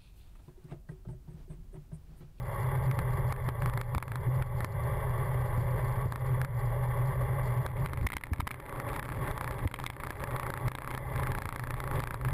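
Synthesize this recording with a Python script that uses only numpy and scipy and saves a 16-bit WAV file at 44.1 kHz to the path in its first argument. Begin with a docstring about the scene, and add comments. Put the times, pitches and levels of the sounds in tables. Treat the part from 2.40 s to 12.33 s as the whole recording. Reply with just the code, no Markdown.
"""Road bike with a rattling handlebar camera

A road bike rolls over worn city asphalt, heard from a cased camera bolted to the handlebar.
Shaped noise makes the low rumble, the tyre roar that comes up through the frame, and the bar's 125 Hz hum.
The loose mount chatters with dry clicks, decaying modes of the case; jolts are short low swings.
Bright noise bursts are the chain. A limiter ducks everything after each loud knock,
and an uneven sample clock adds a thin sizzle."""
import sys
import numpy as np
from scipy import signal
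from scipy.fft import rfft, irfft
from scipy.io import wavfile
from scipy.ndimage import uniform_filter1d, minimum_filter1d

SR = 44100
rng = np.random.default_rng(int(sys.argv[2]) if len(sys.argv) > 2 else 0)


def wrap_up_sound(samples):
    """Save the sound to the file named by the first command line argument, as 16-bit audio."""
    columns = np.atleast_2d(samples).T
    # keep every value between -1 and 1, then stretch to whole-number steps
    tamed = np.clip(columns, -1, 1)
    steps = np.round(tamed * 32767).astype(np.int16)
    wavfile.write(sys.argv[1], SR, steps)


N = 437913
TIME = np.arange(N) / SR
HZ = np.fft.rfftfreq(N, 1 / SR)

# shaking of the bike apart from rough patches: t/s, road rumble level/dB, handlebar hum level/dB
RIDE_LEVELS = [(0, -38, -43.5), (0.3, -34.5, -31), (1.1, -32, -31), (1.7, -31, -28), (2.6, -33.5, -34),
               (3.6, -34, -30.5), (4.3, -35.5, -30.5), (5.2, -34, -32), (5.7, -24.5, -35),
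               (6.6, -34, -38.5), (7.7, -35, -37.5), (8.8, -32.5, -35), (9.93, -31.5, -32.5)]


def gain_of(db):
    """Decibel law: 20 dB is a factor of ten in amplitude."""
    return 10 ** (np.asarray(db) / 20)


def evened(x):
    """Normalisation of the mean power: scales to rms 1."""
    return x / np.sqrt(np.mean(x ** 2) + 1e-20)


def curves(rows):
    """Linear interpolation through time of each column of a table."""
    s, *columns = np.transpose(rows)
    return [np.interp(TIME, s, column) for column in columns]


def colour(points, at=HZ):
    """Spectral envelope: gains at the given frequencies, interpolated in dB over log frequency."""
    hz, db = np.transpose(points)
    return gain_of(np.interp(np.log(at + 1), np.log(hz), db))


def noise(gains):
    """Linear filtering of white noise: the given spectrum at rms 1."""
    spectrum = rfft(rng.standard_normal(N)) * gains
    return evened(irfft(spectrum, N))


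def steadied(x, size):
    """Envelope normalisation: keeps the quick flutter of a noise and removes its slow swells."""
    local_power = uniform_filter1d(x ** 2, size)
    return x / np.sqrt(local_power + 1e-6)


def resonance(hz, width_hz):
    """Resonance curve: a steep-sided peak of gain 1 over HZ."""
    return 1 / (1 + ((HZ - hz) / width_hz * 2) ** 2 / 2) ** 1.57


def swell(u):
    """Critically damped impulse response: rises to 1 at u = 1, then dies away."""
    return u * np.exp(1 - u)


def add(mix, s, sound):
    """Superposition: mixes a sound in at time s."""
    part = mix[max(round(s * SR), 0):][:len(sound)]
    part += sound[:len(part)]


def patches(patch_s=0.08):
    """Common excitation: shaking in dB swells and fades over patch_s each way at each rough patch."""
    # rough patches of asphalt that set the handlebar throbbing: t/s, rise of the hum level/dB
    rough_spots = [(0.5, 6), (1.6, -0.5), (1.92, 7), (3.15, 0.5), (3.9, 2.5), (4.62, 0), (5.62, 6.5),
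                   (6.12, 16), (7.47, 5), (8.29, 12.5), (8.62, 9), (9.92, 6.5)]
    return sum(db * np.exp(-((TIME - s) / patch_s) ** 2) for s, db in rough_spots)


def road_rumble(shake_db, patch_share=0.27):
    """Random vibration: the bike shaking on the road, a low noise that follows part of each patch."""
    # spectrum of the shaking: f/Hz, level per Hz/dB (relative)
    shaking = [(8, -28), (18, -15), (26, 2.5), (35, -1), (55, -2), (80, -2.5), (105, 0), (140, -2),
               (172, -10.5), (205, -22.5), (270, -46), (500, -45), (2000, -100)]
    rumble_db = curves(RIDE_LEVELS)[0]
    return gain_of(rumble_db + patch_share * shake_db) * steadied(noise(colour(shaking)), size=7000)


def handlebar_hum(shake_db, bar_hz=125, width_hz=7):
    """Narrow-band random response: one lightly damped bending mode gives a throbbing hum."""
    narrow = 1 / (1 + ((HZ - bar_hz) / width_hz) ** 2) ** 1.32
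    hum_db = curves(RIDE_LEVELS)[1]
    return gain_of(hum_db + shake_db) * steadied(noise(narrow), size=5000)


def tyre_roar(shake_db, patch_share=0.17, coarseness_db=1.24):
    """Forced vibration: the grain of the asphalt excites the resonances of frame and case."""
    # resonances of frame and case under the tyre noise: f/Hz, width/Hz, level/dB
    modes = [(398, 61, 2), (444, 24, -2.5), (523, 60, 1), (568.6, 35, 3.5), (609, 127, -3), (832, 87, 0),
             (990, 220, -2.5), (1133, 96, 0.5), (1575, 75, -9.5), (1797, 143, -9.5), (2011, 233, -8.5),
             (2285, 100, -18), (2793, 180, -26.5), (3353, 386, -24.5)]
    # tyre noise between the resonances: f/Hz, level per Hz/dB (relative)
    floor = [(100, -17), (200, -37), (300, -43), (700, -15.5), (1350, -15.5), (2100, -18.5), (2550, -72),
             (4000, -44), (5000, -41.5), (6000, -63), (8000, -52), (10000, -37), (16000, -65)]
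    # tyre roar apart from rough patches: t/s, level/dB
    roar_levels = [(0, -46.5), (0.17, -38), (0.7, -40), (1.7, -38.5), (2.3, -40.5), (2.6, -38),
                   (3.25, -39.5), (3.5, -39), (4.15, -41), (4.95, -38.5), (5.6, -40), (6.35, -29),
                   (6.7, -42), (6.95, -36), (7.4, -42.5), (7.8, -37), (8.5, -35), (9.05, -40.5),
                   (9.55, -37), (9.93, -41.5)]
    power = colour(floor) ** 2
    for hz, width_hz, db in modes:
        power += (gain_of(db) * resonance(hz, width_hz)) ** 2
    coarseness = noise(1 / (1 + (HZ / 40) ** 2))  # slow variation of the asphalt's grain
    grain = noise(np.sqrt(power)) * gain_of(coarseness_db * coarseness)
    return gain_of(curves(roar_levels)[0] + patch_share * shake_db) * grain


def case_ring(hardness, detune=0.048, spread_db=3.0, contact_s=0.00023,
              rasp_db=-19, rasp_s=0.0011, push_db=-15, push_s=0.00087):
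    """Modal synthesis: a contact pushes, rasps and rings the case; hard ones favour higher modes."""
    # modes of the camera case: f/Hz, soft-knock level/dB, hard-knock level/dB, t60/s
    case_modes = [(288, -17.5, -18.5, 0.029), (510, -6, -14, 0.0094), (998, -1.5, 1, 0.0078),
                  (1244, 9.5, -0.5, 0.0062), (1672, -1.5, -10, 0.015), (2104, -9, 5, 0.011),
                  (3213, -20.5, -3.5, 0.0092), (3720, -31, -13, 0.014), (4900, -42, -18.5, 0.014),
                  (6530, -5.5, -4.5, 0.0011)]
    # the rasp of a contact: f/Hz, level per Hz/dB (relative)
    rasp_spectrum = [(300, -6), (1000, 10.5), (2200, 7), (2800, -38), (4600, -9), (6100, -53), (7700, -7.5),
                     (11000, -13), (16000, -43)]
    t = np.arange(1024) / SR
    hz, soft_db, hard_db, t60 = np.transpose(case_modes)[:, :, None]
    shift, weight = rng.standard_normal((2, len(case_modes), 1))  # no two contacts alike
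    db = soft_db + (hard_db - soft_db) * np.clip(hardness, 0, 1) + spread_db * weight
    partials = gain_of(db - 60 * t / t60) * np.sin(2 * np.pi * hz * (1 + detune * shift) * t)
    ring = -partials.sum(0)
    ring *= 1 - np.exp(-t / contact_s)  # plastic gives a little, so the force builds up
    rasp_gains = colour(rasp_spectrum, np.fft.rfftfreq(len(t), 1 / SR))
    rasp = evened(irfft(rfft(rng.standard_normal(len(t))) * rasp_gains))
    push = -gain_of(push_db) * swell(t / push_s)  # the wall of the closed case flexes one way
    return ring / abs(ring).max() + gain_of(rasp_db) * rasp * swell(t / rasp_s) + push


def chatter(per_s=200, count=16, shudder_db=-2, uneven_db=6.5, hardest=0.8):
    """Random impulse trains convolved with case rings: light contacts, with a shudder of the loose camera."""
    # small ticks between the knocks: t/s, level/dB
    tick_levels = [(0, -64), (.8, -67), (1.4, -61.5), (2.6, -64), (3.8, -59), (4.3, -67), (5.2, -57),
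                   (5.8, -36.5), (6.3, -38), (7, -48.5), (7.4, -42), (7.9, -48), (8.5, -39), (8.7, -47.5),
                   (9.93, -45)]
    ticks = np.zeros(N)
    for _ in range(count):  # the contacts are shared among this many rings
        struck = rng.random(N) < per_s / count / SR
        sizes = gain_of(uneven_db * np.minimum(rng.exponential(1, N), 3)) * struck
        ring = case_ring(hardest * rng.random())
        ticks += signal.oaconvolve(sizes * rng.choice([-1, 1], N), ring)[:N]
    shudder = gain_of(shudder_db) * noise(resonance(282, 180))
    return (evened(ticks) + shudder) * gain_of(curves(tick_levels)[0])


def chain(per_s=45, db=-73, rustle_s=0.0036):
    """Amplitude-modulated noise: faint bright rustles of the drive train."""
    links = rng.uniform(0.56, 1, N) * (rng.random(N) < per_s / SR)
    rustle = swell(np.arange(SR // 20) / SR / rustle_s)
    bursts = signal.oaconvolve(links, rustle)[:N]
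    bright = noise(resonance(4430, 1100) + 0.66 * resonance(7200, 960))
    return gain_of(db) * evened(bursts * bright)


def rattle_clicks(rock_s=0.035, uneven_db=2, typical_db=-13, typical_hardness=0.15,
                  hardness_per_db=0.03, uneven_hardness=0.05):
    """Near-periodic impacts: each bout is an even run of clicks that grows or fades, stronger ones harder."""
    # bouts of the camera rocking in its mount: first click t/s, last click t/s, first level/dB, last level/dB
    bouts = [(0.9246, 0.963, -12.5, -21.5), (1.2214, 1.298, -19, -16.5), (1.337, 1.4136, -19.5, -7.5),
             (1.6805, 1.757, -14.5, -13.5), (2.2057, 2.246, -17.5, -10), (3.723, 3.759, -10, -13.5),
             (4.0155, 4.048, -18.5, -11.5), (5.534, 5.5742, -8, -15.5), (5.8117, 5.869, -7, -9),
             (6.263, 6.326, -12, -16), (6.5002, 6.5948, -21, -9.5), (6.628, 6.721, -14, -18.5),
             (6.8757, 6.9123, -28, -16), (6.978, 7.11, -12, -14.5), (7.566, 7.7057, -15.5, -10.5),
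             (7.7698, 7.909, -23, -20.5), (7.9633, 8.0662, -11, -15), (8.103, 8.175, -5, -14),
             (8.3172, 8.42, -2.5, -10.5), (8.4756, 8.5493, -11.5, -7), (8.7606, 8.871, -16, -16),
             (8.9506, 9.1956, -10.5, -11), (9.2374, 9.3413, -11.5, -13), (9.403, 9.513, -10, -20),
             (9.603, 9.7435, -12.5, -10.5), (9.813, 9.886, -22, -15)]
    clicks = []
    for first_s, last_s, first_db, last_db in bouts:
        count = round((last_s - first_s) / rock_s) + 1
        strength, contact = rng.standard_normal((count, 2)).T
        db = np.linspace(first_db, last_db, count) + uneven_db * strength
        hardness = typical_hardness + hardness_per_db * (db - typical_db) + uneven_hardness * contact
        clicks += zip(np.linspace(first_s, last_s, count), db, hardness)
    return clicks


def mount(rebound_db=-19, soonest_s=0.0042, latest_s=0.021):
    """Impact and rebound: the camera knocks against the play in its mount, then again lightly."""
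    # single knocks, when a bump throws the camera against its stop: t/s, level/dB, hardness (0-1)
    knocks = [(0.513, -16, 0.25), (0.5901, -16, 0.3), (1.0889, -10.5, 0.46), (1.549, -9.5, 0.44),
              (1.581, -3.5, 0.4), (1.6262, -5, 0.35), (2.0234, -10.5, 0.05), (5.2637, -10, 0.5),
              (5.4604, -10, 0.55), (5.6665, -6, 0.4), (5.6693, 7.5, 1), (5.7023, 2, 0.4), (5.7203, 0, 0.83),
              (5.732, -0.5, 0.75), (5.737, -1.5, 0.9), (5.7676, 7.5, 0.97), (5.8371, -1, 0.9),
              (5.934, -0.5, 0.37), (6.0017, 5, 0.1), (6.0048, 8.5, 0.9), (6.0703, 0, 0.44),
              (6.075, 8, 0.97), (6.108, 2, 0.2), (6.1127, 1, 0.9), (6.1431, -3.5, 0.3), (6.201, -8.5, 0.2),
              (6.4004, -9, 0), (7.275, -9, 0.8), (7.3138, -13.5, 0.4), (7.3409, -7.5, 0.97),
              (7.3889, -14.5, 0.2), (7.3999, -14.5, 0.7), (7.4401, -5, 0.16), (7.464, -3.5, 1),
              (7.5012, -6, 0.68), (7.8391, -11, 0), (8.2812, -3, 0.3), (8.2835, 1, 0.3), (8.446, -13, 0.3),
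              (8.5772, -7.5, 0.2), (8.919, -14, 0.34)]
    out = np.zeros(N)
    for s, db, hardness in list(knocks) + rattle_clicks():
        add(out, s, gain_of(db) * case_ring(hardness))
        rebound = gain_of(db + rebound_db) * case_ring(hardness)
        add(out, s + rng.uniform(soonest_s, latest_s), rebound)
    return out


def jolts(swing_cycles=0.74, thud_db=-10, lowest_thud_hz=171.1, highest_thud_hz=307.4, thud_s=0.0028):
    """Damped oscillation: each bump swings the front of the bike briefly, with a short thud from the tyre."""
    # the wheels drop into cracks: t/s, level/dB, swing f/Hz
    cracks = [(1.555, -12.5, 71.6), (3.177, -17.5, 117), (3.655, -14, 111), (5.609, -21.5, 60.6),
              (5.642, -15, 56), (5.746, -9, 62), (5.914, -1.5, 76.7), (5.991, -5.5, 87), (6.023, -3.5, 80),
              (7.253, -2, 89)]
    out, t = np.zeros(N), np.arange(SR // 8) / SR
    for s, db, hz in cracks:
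        swing = swell(t * hz / swing_cycles) ** 2 * np.sin(2 * np.pi * hz * t)
        thud_hz = rng.uniform(lowest_thud_hz, highest_thud_hz)
        thud = swell(t / thud_s) ** 2 * np.sin(2 * np.pi * thud_hz * t)
        add(out, s, gain_of(db) * (swing + gain_of(thud_db) * thud))
    return out


def scene():
    """Structure-borne sound: everything reaches the microphone through the bike itself, so it is dry."""
    shake_db = patches()
    ride = road_rumble(shake_db) + handlebar_hum(shake_db) + tyre_roar(shake_db)
    return (ride + chatter() + chain() + mount() + jolts())[None]


def limiter(x, ceiling_db=-22.6, recovery_db_per_s=58, headroom_db=3, attack_s=0.00035):
    """Gain reduction: falls within about a millisecond of a peak, creeps back; overshoots are rounded off."""
    over_db = np.maximum(20 * np.log10(abs(x) + 1e-9) - ceiling_db - headroom_db, 0)
    fall = TIME * recovery_db_per_s
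    held_db = np.maximum.accumulate(over_db + fall) - fall  # peaks held, decaying at a steady rate
    lag = np.exp(-1 / (attack_s * SR))
    gain_db = signal.lfilter([1 - lag], [1, -lag], minimum_filter1d(-held_db, size=31))
    y = x * gain_of(gain_db - ceiling_db)  # the ceiling is now 1
    return gain_of(ceiling_db) * y / (1 + y ** 6) ** (1 / 6)


def clock_jitter(y, clock_hz=12000, jitter_db=-90):
    """Phase modulation: a timing error (dB re 1 s) mirrors the sound around clock_hz."""
    clock = np.cos(2 * np.pi * clock_hz * TIME)
    slope = np.gradient(y) * SR
    return y + gain_of(jitter_db) * clock * slope  # to first order, slope times timing error


def record(dry, edge_hz=16500):
    """Signal chain: limiter, clock jitter, then the band limit."""
    y = clock_jitter(limiter(dry[0]))
    treble_edge = colour([(14000, -0.5), (14600, -1), (15500, -34), (16500, -34)])
    y = irfft(rfft(y) * treble_edge, N)
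    low_pass = signal.firwin(511, edge_hz, window=("kaiser", 9), fs=SR)
    return signal.oaconvolve(y, low_pass, "same")[None]


dry = scene()
out = record(dry)
wrap_up_sound(out)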